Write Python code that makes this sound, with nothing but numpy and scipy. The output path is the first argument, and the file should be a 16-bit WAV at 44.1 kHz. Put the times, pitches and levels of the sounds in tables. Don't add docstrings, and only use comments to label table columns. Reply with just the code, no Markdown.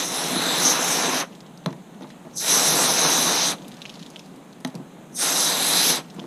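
import sys
import numpy as np
from scipy import signal
from scipy.fft import rfft, irfft
from scipy.io import wavfile
from scipy.ndimage import uniform_filter1d

SR = 44100
rng = np.random.default_rng(int(sys.argv[2]) if len(sys.argv) > 2 else 0)


def persist_wave(psi):
    counts = np.round(np.clip(psi, -1, 1) * 32767).astype(np.int16)
    wavfile.write(sys.argv[1], SR, np.atleast_2d(counts).T)


N = 276066

# [valve opens/s, time to full flow/s, valve shuts/s, time to close/s,
# patter over its neighbours/dB]
BURSTS = [(-.4, .1, 1.2, .05, -3), (2.345, 0.14, 3.5, 0.057, -4), (5.135, 0.075, 5.955, 0.064, -3)]
# [t/s, table drumming/dB, lower hiss/dB, upper hiss/dB, mist/dB]
SWEEPS = [
    [(0, -31, -29.5, -27, -35.5), (.07, -36, -41, -33.5, -35), (.16, -32.5, -31.5, -38, -33.5),
     (.25, -31.5, -32.5, -33, -33), (.34, -30, -31.5, -40.5, -34.5), (.52, -29, -26, -39, -34),
     (.6, -29, -27, -30, -28), (.67, -26.5, -26, -20, -26), (.79, -27, -33.5, -29.5, -34),
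     (.93, -27, -32.5, -27.5, -28), (1.06, -26, -33, -30, -35.5), (1.19, -29, -33.5, -31, -34.5)],
    [(2.52, -26, -26, -22, -26), (2.7, -27, -28, -24.5, -26), (2.88, -26.5, -27, -25, -26.5),
     (2.98, -27, -28.5, -23.5, -28), (3.08, -25.5, -27.5, -25, -27.5), (3.24, -28, -26, -25, -27.5),
     (3.42, -28, -27, -26.5, -33), (3.5, -30.5, -29.5, -29.5, -30)],
    [(5.27, -29.5, -31, -27.5, -28), (5.37, -30.5, -30, -25, -25.5), (5.46, -31, -28, -26, -26.5),
     (5.55, -29.5, -29, -32.5, -28), (5.64, -31, -27, -37.5, -26.5), (5.75, -29.5, -21.5, -30, -23),
     (5.82, -28.5, -21.5, -29, -24), (5.9, -28, -24, -25, -23), (5.95, -32, -27.5, -32.5, -29.5)],
]
# [f/Hz, density/dB per Hz]
DRUM_SPECTRUM = [(110, -16.5), (163, 1.5), (210, -6.5), (260, 3), (310, -0.5), (400, -2.5), (484, 0.5),
                 (550, -2.5), (663, 0), (870, 0), (1100, -2), (1465, -6.5), (1650, -5), (2300, -6.5)]
# [f/Hz, density/dB per Hz]
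HISS_SPECTRUM = [(3200, -8), (3750, 4), (4050, 5.5), (4450, -3), (5600, 14), (6200, 17.5), (6550, 10),
                 (7000, -0.5), (7450, 5), (10000, 3), (11000, 8.5), (12000, -2), (13000, -1),
                 (15300, -23.5)]
# [centre t/s, centre f/Hz, width/Hz, length/s, change/dB]
HISS_DIPS = [(.35, 4777, 400, 0.61, -5), (2.718, 7900, 600, .03, -17), (2.89, 7760, 600, 0.025, -10),
             (3.064, 7600, 600, 0.029, -22), (3.406, 9500, 500, .08, 4), (5.584, 9600, 500, 0.059, -13)]
LAYER_EDGES_HZ = [1400, 3200, 4700, 6900]
ARRIVE_S = [0.032, 0.022, 0.011, 0.0051, 0.0013]
LINGER_S = [.03, 0.023, 0.0092, 0.0041, 0.0048]
RISE_POWER = [0.99, 0.91, 3.2, 4.1, 3.1]
SPIT_SHARE = [.05, .08, .25, .3, .35]
# [t/s, level/dB, nominal pitch f/Hz, ground echo/dB, fizz/dB,
# fizz treble density/dB per Hz]
DRIPS = [(1.3269, -43, 2791, 0, -2.5, -21), (1.351, -40, 3620, -4, 3, -20),
         (1.4053, -33, 4300, -8, -1, -28), (1.4641, -42, 3760, -5, -2.5, -18),
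         (1.5753, -38.5, 4390, -7, 1, -21), (1.6395, -44, 3500, 0, -7, -23),
         (1.7054, -39, 3740, -8, 3, -27), (1.945, -42, 3230, -5, -2.5, -20),
         (2.0068, -48, 3870, -6, -2.5, -22), (2.03, -36, 3630, 0, -15, -26),
         (2.0717, -42, 3800, -3, -6, -23), (2.3111, -46, 4400, -6, 0, -18),
         (3.5843, -35, 3500, -3, -12, -26), (3.6205, -36.5, 3280, -3, -1, -28),
         (3.6467, -35, 3300, -1, -10, -6), (3.681, -35.5, 6100, -5, 5.5, -9),
         (3.717, -36, 3550, 0, -2.5, -21), (3.7414, -39, 3660, -3, 4, -20),
         (3.7688, -38, 3910, -3, -1, -21), (3.8074, -46, 4100, -3, 0, -15),
         (3.8185, -21.5, 3700, -4, -5, -29), (3.854, -22, 2700, -1, -8, -37),
         (3.8634, -29, 4180, -12, -4, -28), (3.895, -29, 3360, 0, 0, -28), (3.9414, -33, 4870, -5, -1, -23),
         (3.9557, -32, 4200, -3, -4, -28), (3.9942, -36, 4090, -1, 2, -24),
         (4.027, -31.5, 3750, -1, 2, -28), (4.063, -35, 3650, -5, 2, -22),
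         (4.1026, -34, 6170, -4.5, -5, -10), (4.1603, -23.5, 3080, -2, -9, -28),
         (4.1937, -30.5, 5450, -7, 3.5, -26), (4.2594, -40, 4660, -3, -2.5, -19),
         (4.3604, -46, 6000, -3, 5, -10), (4.5284, -40.5, 3950, -1, -3, -21), (4.604, -44, 4820, 1, 0, -11),
         (4.673, -39.5, 2220, -3, 8, -14), (4.6994, -46, 4110, -1, 2, -16),
         (4.7525, -33, 6100, -11, 5.5, -18), (6.0444, -44, 2830, -3, -2.5, -20),
         (6.101, -38.5, 2977, 0, 3, -31), (6.1449, -38, 7560, -2, -5, -2), (6.1834, -46, 2850, -6, -4, -25),
         (6.1946, -27.5, 3230, 1.5, -5.5, -30)]
# [f/Hz, density/dB per Hz]
FIZZ_SPECTRUM = [(1600, -46), (2600, -12.5), (4000, -12), (6300, -12)]
# [t/s, thump peak/dB, wet crack peak/dB, push/ms, thump tilt/dB per octave]
BLOWS = [(0.358, -13.5, -16, 3.4, -5), (1.66, -12, -16.5, 2.5, -1.5), (1.688, -24, -46, 1.7, -2.5),
         (1.727, -38, -33, 2.8, 5), (2.009, -28, -42, 0.93, 0), (2.021, -27.5, -37, 5.2, 0.5),
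         (2.042, -29, -54, 2.6, 3), (2.103, -42, -36, 2.5, 15), (2.251, -31.5, -54, 2, 0),
         (2.265, -35, -57, 2.5, 0), (4.648, -15, -15, 1.5, -0.5), (4.677, -34, -38, 2.4, -6),
         (4.743, -22.5, -42, 2.3, -14), (4.759, -24, -52, 2.2, -8), (4.799, -28.5, -54, 1.9, -5),
         (6.163, -25.5, -49, 1.7, -6), (6.185, -22.5, -49, 4.2, -4.5), (6.215, -29, -52, 2, 4),
         (6.239, -28, -52, 1.5, -3)]
# [f/Hz, level/dB, t60/s]
TABLE_MODES = [(152, -1, 0.071), (198, -2.5, 0.07), (259, -1.5, 0.099), (339, -3, 0.08), (470, -6.5, 0.052),
               (643, 3, 0.018), (830, -4, 0.031), (970, -10, 0.028), (1400, -21, 0.018), (1870, -16, 0.022)]
# [f/Hz, density/dB per Hz]
CRACK_SPECTRUM = [(800, -4), (1900, -2.5), (2900, -10), (3900, 0.5), (4700, -14), (6200, -6), (7500, -27),
                  (10500, -16), (12500, -23), (15000, -38)]
# [t/s, level/dB]
RUNOFF = [
    [(1.27, -61.5), (1.37, -65), (1.478, -81), (1.99, -76), (2.03, -54), (2.055, -66), (2.11, -55),
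     (2.14, -70), (2.31, -66), (2.36, -52)],
    [(3.57, -62), (3.628, -60), (4.022, -54), (4.23, -61), (4.34, -67), (4.8, -81)],
    [(6.04, -61), (6.26, -59)],
]
# [f/Hz, density/dB per Hz]
WET_SPECTRUM = [(800, -23), (2000, -1.5), (3500, 4), (5000, 2), (6300, -0.5), (8000, -10), (11000, -7),
                (15000, -43)]
# [f/Hz, density/dB per Hz]
BACKGROUND_SPECTRUM = [(20, -19.5), (105, -23.5), (128, -5), (165, 5.5), (260, 1), (400, -6), (800, -9.5),
                       (1400, -17.5), (2200, -22.5), (4000, -24.5), (4600, -33), (5700, -35), (6300, -26),
                       (15300, -40)]
# [t/s, level/dB]
BACKGROUND_LEVEL = [(0, -40), (1.3, -43.5), (1.851, -44), (2.3, -43.5), (3.6, -40.5), (4, -42.5),
                    (4.45, -44), (5.1, -43.5), (6.05, -43.5), (6.26, -41.5)]

SPIT_S = 0.034
LEAK_S, LEAK_DB = .025, -30.5
PATTER_FROM_HISS = 0.23
WEAK_JET_LAG = 0.16
FALL_POWER = 2.23
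DRIP_CYCLES = 1.8
ECHO_S = .0045
CRACK_MS = 1.09
STRAY_COUNT, STRAY_WAIT_S, STRAY_HZ = 5, .5, (2100, 5000)
STRAY_DB, STRAY_SPREAD_DB, STRAY_ECHO_DB = -50, 4, -3
STRAY_FIZZ_DB, STRAY_TREBLE_DB = -4, -15
YARD_DB = -16.0
EDGE_HZ = 15400


def gain_of(db):
    return 10 ** (np.asarray(db) / 20)


def evened(x):
    return x / np.sqrt(np.mean(np.abs(x) ** 2) + 1e-20)


def read(points, hz):
    f, value = np.transpose(points)
    return np.interp(np.log(hz + 1), np.log(f + 1), value)


def add(mix, start_s, sound):
    part = mix[round(start_s * SR):][:len(sound)]
    part += sound[:len(part)]


def colour(x, db_of_hz):
    hz = np.fft.rfftfreq(len(x), 1 / SR)
    return irfft(rfft(x) * gain_of(db_of_hz(hz)), len(x))


def to_patches(x):
    return signal.stft(x, SR, nperseg=256, noverlap=192)


def from_patches(z, count):
    return signal.istft(z, nperseg=256, noverlap=192)[1][:count]


def mottle(x, patchy_db, bins, frames, treble=0.):
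    hz, _, z = to_patches(x)
    field = rng.standard_normal(z.shape[::-1]).T
    for _ in range(2):
        field = uniform_filter1d(field, bins, 0)
        field = uniform_filter1d(field, frames, 1)
    depth_db = patchy_db * (1 + treble * np.minimum(hz / 8000, 1) ** 2)[:, None]
    return from_patches(z * gain_of(depth_db * evened(field)), len(x))


def droplets(count, spread_db, per_s, share):
    size = gain_of(spread_db * np.minimum(rng.exponential(1, count), 3))
    hits = size * (rng.random(count) < per_s / SR)
    sign_noise, mist = rng.standard_normal((2, count))
    return share * evened(hits * np.sign(sign_noise)) + mist


def dip_patches(x, start_s):
    hz, t, z = to_patches(x)
    db = 0
    for centre_s, centre_hz, width_hz, length_s, change_db in HISS_DIPS:
        off_hz = (hz[:, None] - centre_hz) / width_hz
        off_s = (t + start_s - centre_s) / length_s
        db = db + change_db * np.exp(-off_hz ** 2 - off_s ** 2)
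    return from_patches(z * gain_of(db), len(x))


def band_db(hz, low_hz, high_hz):
    return -10 * np.log10((1 + (low_hz / (hz + 1)) ** 40) * (1 + (hz / high_hz) ** 40))


def valve(k, t, opens_s, rise_s, shuts_s, close_s):
    since = t - opens_s - ARRIVE_S[k] - WEAK_JET_LAG * rise_s * (k < 2)
    spit = SPIT_SHARE[k] * np.sin(np.pi / 2 * np.clip(since / SPIT_S, 0, 1)) ** 2
    leak = gain_of(LEAK_DB) * np.clip(1 + since / LEAK_S, 0, 1) * (k > 2)
    build = (1 - SPIT_SHARE[k]) * np.clip(since / rise_s, 0, 1) ** RISE_POWER[k]
    left = np.clip(1 - (t - shuts_s - LINGER_S[k]) / close_s, 0, 1) ** FALL_POWER
    return (leak + spit + build) * left


def burst(opens_s, rise_s, shuts_s, close_s, over_db, sweep):
    sweep_s, drum_db, lower_db, upper_db, mist_db = np.transpose(sweep)
    patter_db = over_db + drum_db + PATTER_FROM_HISS * (lower_db - drum_db)
    t = np.arange(max(opens_s - LEAK_S, 0), shuts_s + max(LINGER_S) + close_s, 1 / SR)
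    water = droplets(len(t), 3.05, 6000, share=0.56)
    water = colour(water, lambda hz: read(DRUM_SPECTRUM + HISS_SPECTRUM, hz))
    water = mottle(water, 0.97, bins=4, frames=34, treble=1.72)
    water = mottle(water, 0.33, bins=30, frames=3, treble=2.7)
    water = dip_patches(water, t[0])
    edges_hz = [20] + list(LAYER_EDGES_HZ) + [SR]
    out = np.zeros(len(t))
    for k, db in enumerate([drum_db, patter_db, lower_db, upper_db, mist_db]):
        layer = colour(water, lambda hz: band_db(hz, edges_hz[k], edges_hz[k + 1]))
        level = gain_of(np.interp(t, sweep_s, db))
        out += evened(layer) * level * valve(k, t, opens_s, rise_s, shuts_s, close_s)
    return t[0], out


def blow(thump_db, crack_db, push_ms, tilt_db, noise):
    t = np.arange(len(noise)) / SR
    ring = 0
    for hz, db, t60_s in TABLE_MODES:
        decay_db = db + tilt_db * np.log2(hz / 300) - 60 * t / t60_s
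        ring = ring + gain_of(decay_db) * np.sin(2 * np.pi * hz * t)
    u = t * 1000 / max(push_ms, .3)
    v = t * 1000 / CRACK_MS
    push = noise[::-1] * (u * np.exp(-u) + 0.27 * np.exp(-t / 0.025))
    thump = signal.fftconvolve(ring, push)[:len(t)]
    crack = colour(noise, lambda hz: read(CRACK_SPECTRUM, hz))
    crack *= v * np.exp(1 - v) + 0.079 * np.exp(-t / 0.011)
    return gain_of(thump_db) * thump / abs(thump).max() + gain_of(crack_db) * crack / abs(crack).max()


def drip(db, hz, echo_db, fizz_db, treble_db, noise):
    t = np.arange(len(noise)) / SR
    life_s = DRIP_CYCLES / hz
    treble = [(8500, treble_db), (11500, treble_db), (15000, treble_db - 18)]
    fizz = evened(colour(noise, lambda f: read(FIZZ_SPECTRUM + treble, f)))
    fizz *= t / 0.00069 * np.exp(-t / 0.00039) + 0.2 * np.exp(-t / 0.0051)
    ping = 5 * t / life_s * np.exp(-2 * t / life_s) * np.sin(2 * np.pi * hz * t * (0.957 + 60 * t))
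    direct = ping + gain_of(fizz_db) * fizz
    echo = np.pad(direct, (round(ECHO_S * SR), 0))[:len(t)]
    return gain_of(db) * (direct + gain_of(echo_db) * echo)


def strays():
    rows = []
    for _, _, shuts_s, close_s, _ in BURSTS:
        for wait, size, pitch in rng.random((STRAY_COUNT, 3)):
            s = shuts_s + close_s - STRAY_WAIT_S * np.log(1 - wait)
            db = STRAY_DB + STRAY_SPREAD_DB * (2 * size - 1)
            hz = np.interp(pitch, (0, 1), STRAY_HZ)
            rows.append((s, db, hz, STRAY_ECHO_DB, STRAY_FIZZ_DB, STRAY_TREBLE_DB))
    return rows


def runoff(rows):
    s, db = np.transpose(rows)
    t = np.arange(s[0], s[-1], 1 / SR)
    wet = colour(droplets(len(t), 4.5, 1200, share=.9), lambda hz: read(WET_SPECTRUM, hz))
    wet = mottle(wet, 2.5, bins=10, frames=5)
    return s[0], evened(wet) * gain_of(np.interp(t, s, db)) * signal.windows.tukey(len(t), .05)


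def yard(x):
    t = np.arange(round(.25 * SR)) / SR
    sparse = (rng.random(len(t)) < .1) * (t > .008)
    taps = rng.standard_normal(len(t)) * sparse * gain_of(-60 * t / 0.2)
    return signal.oaconvolve(x, taps / np.linalg.norm(taps))[:N]


def background():
    bed = colour(rng.standard_normal(N), lambda hz: read(BACKGROUND_SPECTRUM, hz))
    bed = mottle(bed, 0.93, bins=3, frames=31)
    s, db = np.transpose(BACKGROUND_LEVEL)
    return evened(bed) * gain_of(np.interp(np.arange(N) / SR, s, db))


def scene():
    near = np.zeros(N)
    for row, sweep in zip(BURSTS, SWEEPS):
        add(near, *burst(*row, sweep))
    for s, *row in BLOWS:
        add(near, s, blow(*row, rng.standard_normal(6000)))
    for s, *row in DRIPS + strays():
        add(near, s, drip(*row, rng.standard_normal(1500)))
    for rows in RUNOFF:
        add(near, *runoff(rows))
    wind_filter = signal.cheby2(8, 45, 108, "high", fs=SR, output="sos")
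    near = signal.sosfilt(wind_filter, near)
    return (near + gain_of(YARD_DB) * yard(near) + background())[None]


def record(dry):
    lowpass = signal.firwin(511, EDGE_HZ, window=("kaiser", 9), fs=SR)
    return signal.oaconvolve(dry, lowpass[None], "same")


dry = scene()
out = record(dry)
persist_wave(out)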